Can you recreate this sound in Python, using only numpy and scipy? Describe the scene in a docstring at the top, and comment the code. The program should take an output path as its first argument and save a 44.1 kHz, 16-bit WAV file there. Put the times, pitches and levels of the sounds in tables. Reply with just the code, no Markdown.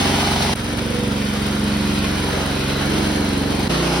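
"""An engine thumps and clatters close to the microphone: a power trowel on wet concrete in an empty
warehouse. It is heard from three positions in turn: close, drifting past, far down the hall.
The single-cylinder four-stroke thumps three times a cycle, knocks and ticks its valves; the guard
rattles, and the steel pan scrapes and hisses on the floor. The long bare hall smears the clatter
into a wash."""
import sys
import numpy as np
from scipy import signal
from scipy.fft import rfft, irfft
from scipy.io import wavfile
from scipy.ndimage import uniform_filter1d

SR = 44100
rng = np.random.default_rng(int(sys.argv[2]) if len(sys.argv) > 2 else 0)


def put_to_file(sound):
    """Save the sound as 16-bit audio at rate SR, in the file named by the first command-line argument."""
    columns = np.atleast_2d(sound).T  # one column per channel
    safe = np.clip(columns, -1, 1)
    whole_steps = np.round(safe * 32767)
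    wavfile.write(sys.argv[1], SR, whole_steps.astype(np.int16))


N = 176400

# moves from one microphone position to the next: time_s
MOVES_S = [.545, 3.688]
# where the engine is as each position opens: phase_cycles
START_PHASE = [.79, .93, .9]
# engine speed at each position: time_s, firing_hz
NEAR_SPEED = [(0, 22.97), (0.54, 22.71)]
PASS_SPEED = [(0.55, 22.87), (0.9, 23.15), (1.3, 23.12), (1.7, 23.18), (2.1, 23.06), (2.45, 22.8),
              (2.7, 22.82), (2.95, 23.14), (3.3, 23.04), (3.68, 23.2)]
FAR_SPEED = [(3.69, 29.94), (4, 30.15)]
# exhaust, intake and shake of the block: place_cycles, signed_strength, ring_hz, width_hz
THUMPS = [(0, -0.82, 259, 275), (.28, 0.81, 196, 286), (.48, -0.61, 205, 248)]
# engine orders (multiples of the firing rate), weighted within their register: order, relative_db
NEAR_ORDERS = [(1, -31), (2, -12), (3, -6.5), (4, -1), (5, -17), (6, -1.5), (7, -13), (8, -5), (9, -1.5),
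               (10, -5), (11, -8), (12, -4.5), (13, -11), (14, -23), (15, -10.5), (16, -24), (17, -3),
               (18, -7), (19, -32), (20, -23)]
PASS_ORDERS = [(2, -4), (3, -0.5), (4, 0), (5, -1), (6, 1.5), (7, -22), (8, 0), (9, 0), (10, -12),
               (11, -10), (12, -4), (13, 0), (14, -10), (15, -18), (16, -18), (17, -13), (21, -20)]
FAR_ORDERS = [(2, -4), (3, -21), (4, -20), (5, 0), (6, -2), (7, -10), (8, -10), (9, -3), (10, -16),
              (11, -3.5), (12, -13), (13, -13), (14, -9), (16, -14), (17, -10), (20, -14), (21, -11)]
# base levels of the drone's three registers and the clatter's two bands:
# time_s, bass_db, body_db, upper_db, midrange_db, treble_db
NEAR_LEVELS = [(0, -23.5, -22, -28, -25.5, -21.5), (.54, -22, -29, -31, -25.5, -23)]
PASS_LEVELS = [(0.55, -28, -27, -40, -33, -29.5), (0.7, -27, -28.5, -30.5, -30.5, -29),
               (1.0, -26.5, -27.5, -31, -30, -28.5), (1.3, -26.5, -24, -30, -31, -28),
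               (1.6, -25.5, -23, -30, -30, -28), (2.05, -24, -26, -26.5, -29.5, -26.5),
               (2.35, -25, -28, -27, -25.5, -26), (2.62, -25, -30, -28, -29, -27.5),
               (2.8, -26, -29, -30, -26.5, -27), (3.0, -24, -27, -23, -26.5, -25.5),
               (3.25, -25, -24.5, -27.5, -27, -27.3), (3.499, -25.5, -25.5, -25.5, -27, -28),
               (3.68, -24, -24.5, -26, -25.5, -26.5)]
FAR_LEVELS = [(3.69, -22, -33, -24.5, -26, -23.6), (4, -23, -33, -24.5, -24, -24)]
# added to the drone's base levels: bass_db, body_db, upper_db
REGISTER_LIFT_DB = [0, 0.5, 0]
# the machine crosses a node (dip) or antinode (swell): order, centre_s, half_length_s, gain_db
CROSSINGS = [(6, .65, .25, -4), (4, .7, .5, -5), (9, .7, .22, -11), (5, .8, .4, 3), (10, .85, .35, 9),
             (21, 1.0, .17, 21), (11, 1.1, .3, -9), (12, 1.17, .15, 7), (13, 1.23, .17, -14),
             (5, 2.1, .5, -8), (13, 2.55, .14, -7), (8, 2.58, .12, -9), (6, 2.72, .14, 3.5),
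             (5, 2.92, .2, -14), (12, 3.3, .22, 4.5), (13, 3.37, .08, -6), (12, 3.62, .1, -8)]
# colour of clatter and scraping at each position: frequency_hz, relative_db
NEAR_COLOUR = [(350, 2), (550, -4), (800, 2.5), (1150, -7.5), (1800, -8), (2600, -7), (4000, -8.5),
               (5300, -12), (6500, -16), (10300, -20.5), (12500, -24.5), (15500, -30)]
PASS_COLOUR = [(350, -3.1), (500, -4.6), (700, -8.6), (950, -10.4), (1150, -11.9), (1450, -10.9),
               (1900, -13.0), (2400, -12.9), (3100, -13.9), (3550, -16), (4050, -16.2), (4600, -16.8),
               (5300, -18.7), (6200, -22.7), (8000, -24.7), (10300, -26.7), (12500, -30.1), (15500, -37.0)]
FAR_COLOUR = [(350, 2.5), (550, -3.5), (800, -3), (1150, -3.5), (1800, -9.5), (2600, -7), (4000, -11),
              (5300, -11.5), (6500, -17), (10300, -20.5), (12500, -25), (15500, -35)]
# modes of the scraping steel pan: pitch_hz, width_hz, boost_db
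PAN_MODES = [(975, 45, 1.5), (1420, 180, 3), (3100, 240, 2.8)]
# width of diffuse sound at the stereo microphone: frequency_hz, side_minus_mid_db
MIC_WIDTH = [(200, -30), (500, -2), (900, -4), (1400, -3), (2000, -7), (2600, 2), (3400, -0.2), (4200, -5),
             (5300, -3.5), (6300, -1), (7000, 17.5), (7450, 27), (8300, 2.5), (9300, -3.5), (10400, -15),
             (11400, -3), (12400, 5.5), (13600, 22.0), (14800, 7), (15700, -9)]
# valve tick at each position: level_db
TICK_DB = [-44.5, -46, -59]
# spells of the guard rattling, humming and growling: start_s, end_s, ring_hz, width_hz, level_db
RATTLES = [(0, .539, 740, 340, -29.5), (0, .539, 392, 30, -35), (.69, 1.08, 500, 50, -35.5),
           (1.12, 1.5, 490, 60, -39), (2.226, 2.5, 440, 300, -35), (2.88, 3.1, 305, 70, -29)]
# hiss of the blades: time_s, centre_hz, level_db
HISS = [(.6, 3650, -46), (1.4, 3700, -44), (1.75, 3950, -39.5), (2.45, 3950, -39), (2.9, 4060, -39.5),
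        (3.65, 4130, -40.5)]

BASS_EDGE_HZ, BODY_EDGE_HZ = 200, 264  # tops of the drone's lower two registers
SWAY_RATE_HZ, SWAY_SHARE, ECHO_PHASE_RAD, SWAY_REF_HZ = 3.88, .22, .55, 300
FIRING_SCATTER, DRONE_SIDE_DB, DRONE_LEFT_DB = .054, -20, -3
KNOCK_DB, KNOCK_SCATTER_DB, KNOCK_JITTER_S = -1.5, 2.5, .00036
HALL_T60_S, PATH_RATE_HZ, RUMBLE_DB = 2.82, 5, -38.5
SCRAPE_DB, SCRAPE_FROM_HZ, SCRAPE_FLUTTER_DB, SCRAPE_RATE_HZ, SCRAPE_PULSE = -3.5, 700, 2.04, 70, .12
SHIMMER_SHARE, SHIMMER_SPACING_HZ, SHIMMER_RATE_HZ = .12, 90, 14
CLATTER_LOW_HZ, TREBLE_EDGE_HZ, MIDRANGE_LEFT_DB = 294, 960, -1.4
TICK_HZ, TICK_WIDTH_HZ, TICK_SCATTER_DB, TICK_T60_S, TICK_ECHO_DB = 9200, 5200, 1.6, .2, -4
TICK_PLACE_CYCLES, TICK_JITTER_CYCLES = .12, .018
RATTLE_PLACE_CYCLES, RATTLE_FADE_S, RATTLE_NOISE = .08, .08, .6
HISS_WIDTH_HZ, HISS_DRIFT_HZ, HISS_RATE_HZ, HISS_FLUTTER_DB, HISS_SIDE_DB = 540, 60, 11, 1.3, -4
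MOVE_GAP_S, MOVE_FADE_S, MOVE_FLOOR = .0062, .0075, .23
MIC_TOP_HZ = 15850

TIME_S = np.arange(N) / SR
FREQS_HZ = np.maximum(np.arange(N // 2 + 1) * SR / N, 1)


def amp(db):
    """Decibels to gain."""
    return 10 ** (np.asarray(db) / 20)


def unit(x):
    """Scale to rms 1."""
    return x / np.sqrt(np.mean(np.abs(x) ** 2) + 1e-18)


def curve(table, column=1):
    """One column of a time table at every sample."""
    rows = np.array(table, float)
    return np.interp(TIME_S, rows[:, 0], rows[:, column])


def colour(points):
    """Gain at every frequency from (Hz, dB) points."""
    hz, db = np.array(points, float).T
    return amp(np.interp(np.log(FREQS_HZ), np.log(hz), db))


def shape(x, gain):
    """Filter by a gain at every frequency."""
    return irfft(rfft(x) * gain, N)


def above(hz, steepness=8):
    """Gain of a high-pass."""
    return 1 / np.sqrt(1 + (hz / FREQS_HZ) ** steepness)


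def ring(x, hz, width_hz):
    """Pass through one resonance."""
    return signal.lfilter(*signal.iirpeak(hz, hz / width_hz, fs=SR), x)


def walk(rate_hz):
    """Smooth random motion, rms 1."""
    hold = int(SR / rate_hz)
    steps = np.repeat(rng.standard_normal(512)[:N // hold + 2], hold)
    return unit(uniform_filter1d(uniform_filter1d(steps, hold), hold)[:N])


def each_cycle(cycle):
    """A fresh random value for every engine cycle."""
    return rng.standard_normal(256)[cycle.astype(int) % 256]


def burst(cycle, place, spread_cycles):
    """A rounded puff of noise once a cycle."""
    offset = (cycle - place + .5) % 1 - .5
    return np.exp(-.5 * (offset / spread_cycles) ** 2) * rng.standard_normal(N)


def thump_phase(order, firing_hz):
    """Phase of one order as the three ringing thumps set it."""
    hz, total = order * firing_hz, 0
    for place, strength, ring_hz, width_hz in THUMPS:
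        detuning = (hz ** 2 - ring_hz ** 2) / (hz * width_hz)
        total += strength * np.exp(-2j * np.pi * order * place) / (1 + 1j * detuning)
    return total / abs(total)


def standing_waves(order):
    """Gain of one order as the machine crosses the hall's nodes and antinodes."""
    return amp(sum(db * np.exp(-((TIME_S - centre_s) / half_s) ** 2)
                   for crossed, centre_s, half_s, db in CROSSINGS if crossed == order))


def engine_drone(cycle, firing_hz, orders, levels):
    """The thumping engine's low orders, each swaying as the hall's standing waves shift."""
    mid, side = 0, 0
    rows = np.array(orders, float)
    registers = np.searchsorted([BASS_EDGE_HZ, BODY_EDGE_HZ], rows[:, 0] * firing_hz)
    gains = [amp(curve(levels, column=i + 1) + db) for i, db in enumerate(REGISTER_LIFT_DB)]
    for (order, db), register in zip(rows, registers):
        register_rms = np.sqrt(np.sum(amp(rows[registers == register, 1]) ** 2) / 2)
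        gain = amp(db) / register_rms * gains[register] * standing_waves(order)
        tone = gain * np.exp(2j * np.pi * order * cycle) * thump_phase(order, firing_hz)
        height = order * firing_hz / SWAY_REF_HZ  # echoes scatter and sway higher orders more
        tone *= np.exp(1j * ECHO_PHASE_RAD * height * rng.standard_normal())
        sway = tone * (walk(SWAY_RATE_HZ) + 1j * walk(SWAY_RATE_HZ))
        share = SWAY_SHARE * height
        mid += (tone.real + share * sway.real) / np.sqrt(1 + 2 * share ** 2)
        side += amp(DRONE_SIDE_DB) * height * sway.imag
    lean = amp(DRONE_LEFT_DB * above(BASS_EDGE_HZ, steepness=4) / 2)  # to the right, above the bass
    uneven = 1 + FIRING_SCATTER * uniform_filter1d(each_cycle(cycle + .059), size=200)
    return uneven * np.array([shape(mid, lean) + side, shape(mid, 1 / lean) - side])


def knocks(cycle):
    """A sharp mechanical knock with each thump, never quite equal."""
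    out = np.zeros(N)
    for place, strength, _, _ in THUMPS:
        due = np.flatnonzero(np.diff(np.floor(cycle - place)) > 0)
        late, loud = rng.standard_normal((256, 2))[:len(due)].T
        onsets = (due + late * KNOCK_JITTER_S * SR).astype(int) % N
        np.add.at(out, onsets, strength * amp(KNOCK_SCATTER_DB * loud))
    return out


def hall(x):
    """Dense reverberation, already built up; the echo paths trade places as the machine moves."""
    decay = amp(-60 * TIME_S / HALL_T60_S)
    weights = np.array([walk(PATH_RATE_HZ) for _ in range(4)])
    weights /= np.sqrt(np.sum(weights ** 2, axis=0))
    return sum(weight * unit(shape(x, rfft(rng.standard_normal(N) * decay))) for weight in weights)


def shimmer(x):
    """Narrow resonances come and go as the pan turns and the reflections shift."""
    out, grid_hz = x, np.arange(400) * SHIMMER_SPACING_HZ
    for _ in range(3):
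        ripple = np.interp(FREQS_HZ, grid_hz, rng.standard_normal(len(grid_hz)))
        ripple *= above(TREBLE_EDGE_HZ, steepness=4)
        out = out + SHIMMER_SHARE * walk(SHIMMER_RATE_HZ) * shape(x, ripple)
    return out


def wash(blows, grit):
    """Knocks ring round the hall, joined in the treble by the pan scraping on concrete."""
    scrape_gain = amp(SCRAPE_DB) * above(SCRAPE_FROM_HZ, steepness=4)
    total_gain = np.hypot(amp(KNOCK_DB), scrape_gain)
    knocking = shape(hall(blows), amp(KNOCK_DB) / total_gain)
    scraping = shape(grit * rng.standard_normal(N), scrape_gain / total_gain)
    return shimmer(knocking + scraping)


def clatter(cycle, colour_points, levels):
    """The wash reaches the microphone from all sides, coloured by the steel pan's modes."""
    blows = knocks(cycle)
    pulse = 1 + SCRAPE_PULSE * np.cos(4 * np.pi * cycle)  # twice a cycle
    grit = unit(amp(SCRAPE_FLUTTER_DB * walk(SCRAPE_RATE_HZ)) * pulse)
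    width = colour(MIC_WIDTH)
    steel = amp(sum(db / (1 + (2 * (FREQS_HZ - hz) / width_hz) ** 2) for hz, width_hz, db in PAN_MODES))
    tone = colour(colour_points) * steel * above(CLATTER_LOW_HZ) / np.hypot(1, width)
    mid = shape(wash(blows, grit), tone)
    side = shape(wash(blows, grit), tone * width)
    stereo = np.array([mid + side, mid - side])
    high = above(TREBLE_EDGE_HZ, steepness=16) ** 2
    midrange = unit(shape(stereo, 1 - high)) * amp(curve(levels, column=4))
    treble = unit(shape(stereo, high)) * amp(curve(levels, column=5))
    lean = amp(np.array([[MIDRANGE_LEFT_DB], [-MIDRANGE_LEFT_DB]]) / 2)
    return lean * midrange + treble


def hall_rumble():
    """Soft, steady low noise in the hall."""
    band = above(hz=69) * (1 - above(CLATTER_LOW_HZ))
    return amp(RUMBLE_DB) * unit(shape(rng.standard_normal(N), band))


def valve_tick(cycle):
    """The valve gear's bright tick, dead ahead of the microphone: uneven, blurred by early echoes."""
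    place = TICK_PLACE_CYCLES + TICK_JITTER_CYCLES * each_cycle(cycle + .5)
    taps = burst(cycle, place, spread_cycles=.052) * amp(TICK_SCATTER_DB * each_cycle(cycle + .5))
    echoes = shape(taps, rfft(rng.standard_normal(N) * amp(-60 * TIME_S / TICK_T60_S)))
    blurred = unit(taps) + amp(TICK_ECHO_DB) * unit(echoes)
    tick = ring(ring(blurred, TICK_HZ, TICK_WIDTH_HZ), TICK_HZ, TICK_WIDTH_HZ)
    return unit(shape(tick, 1 / np.hypot(1, colour(MIC_WIDTH))))


def guard_rattle(cycle):
    """The sheet-metal guard rings in spells, knocked and shaken just after each firing."""
    count = np.floor(cycle - RATTLE_PLACE_CYCLES)
    taps = np.diff(count, append=count[-1])
    shaken = unit(taps) + RATTLE_NOISE * unit(burst(cycle, RATTLE_PLACE_CYCLES, spread_cycles=.09))
    out = 0
    for start_s, end_s, hz, width_hz, db in RATTLES:
        spell = np.clip(np.minimum(TIME_S - start_s, end_s - TIME_S) / RATTLE_FADE_S + .5, 0, 1)
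        ringing = ring(ring(shaken, hz, width_hz), hz, 2 * width_hz)
        out += amp(db) * spell * unit(ringing)
    return out


def blade_hiss():
    """A broad, unsteady resonance of the rubbing steel that climbs as the pan bites."""
    centre_hz = curve(HISS) + HISS_DRIFT_HZ * walk(HISS_RATE_HZ)
    carrier = np.exp(2j * np.pi * np.cumsum(centre_hz) / SR)
    band = 1 / (1 + (2 * FREQS_HZ / HISS_WIDTH_HZ) ** 2)
    noises = shape(rng.standard_normal((2, 2, N)), band)
    mid, side = (unit(((real + 1j * imag) * carrier).real) for real, imag in noises)
    side *= amp(HISS_SIDE_DB)
    level_db = curve(HISS, column=2) + HISS_FLUTTER_DB * walk(HISS_RATE_HZ)
    return amp(level_db) * np.array([mid + side, mid - side])


def scene():
    """One machine from three microphone positions; the level dips briefly at each change."""
    positions = [(NEAR_SPEED, NEAR_ORDERS, NEAR_COLOUR, NEAR_LEVELS),
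                 (PASS_SPEED, PASS_ORDERS, PASS_COLOUR, PASS_LEVELS),
                 (FAR_SPEED, FAR_ORDERS, FAR_COLOUR, FAR_LEVELS)]
    edges_s = [-1, *MOVES_S, 2 * N / SR]
    hiss = blade_hiss()
    out = 0
    for i, (speed, orders, colour_points, levels) in enumerate(positions):
        firing_hz = curve(speed)
        cycle = np.cumsum(firing_hz) / SR
        cycle += START_PHASE[i] - np.interp(speed[0][0], TIME_S, cycle)
        sound = engine_drone(cycle, firing_hz.mean(), orders, levels)
        sound += clatter(cycle, colour_points, levels) + hall_rumble()
        sound += amp(TICK_DB[i]) * valve_tick(cycle) + guard_rattle(cycle) + hiss
        inside_s = np.minimum(TIME_S - edges_s[i], edges_s[i + 1] - TIME_S)
        fade = np.clip((inside_s - MOVE_GAP_S / 2) / MOVE_FADE_S, MOVE_FLOOR, 1)
        out += sound * fade * (inside_s > 0)
    return out


def record(dry):
    """The microphone loses the very top of the treble."""
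    return signal.sosfilt(signal.ellip(10, .2, 80, MIC_TOP_HZ, fs=SR, output="sos"), dry)


dry = scene()
out = record(dry)
put_to_file(out)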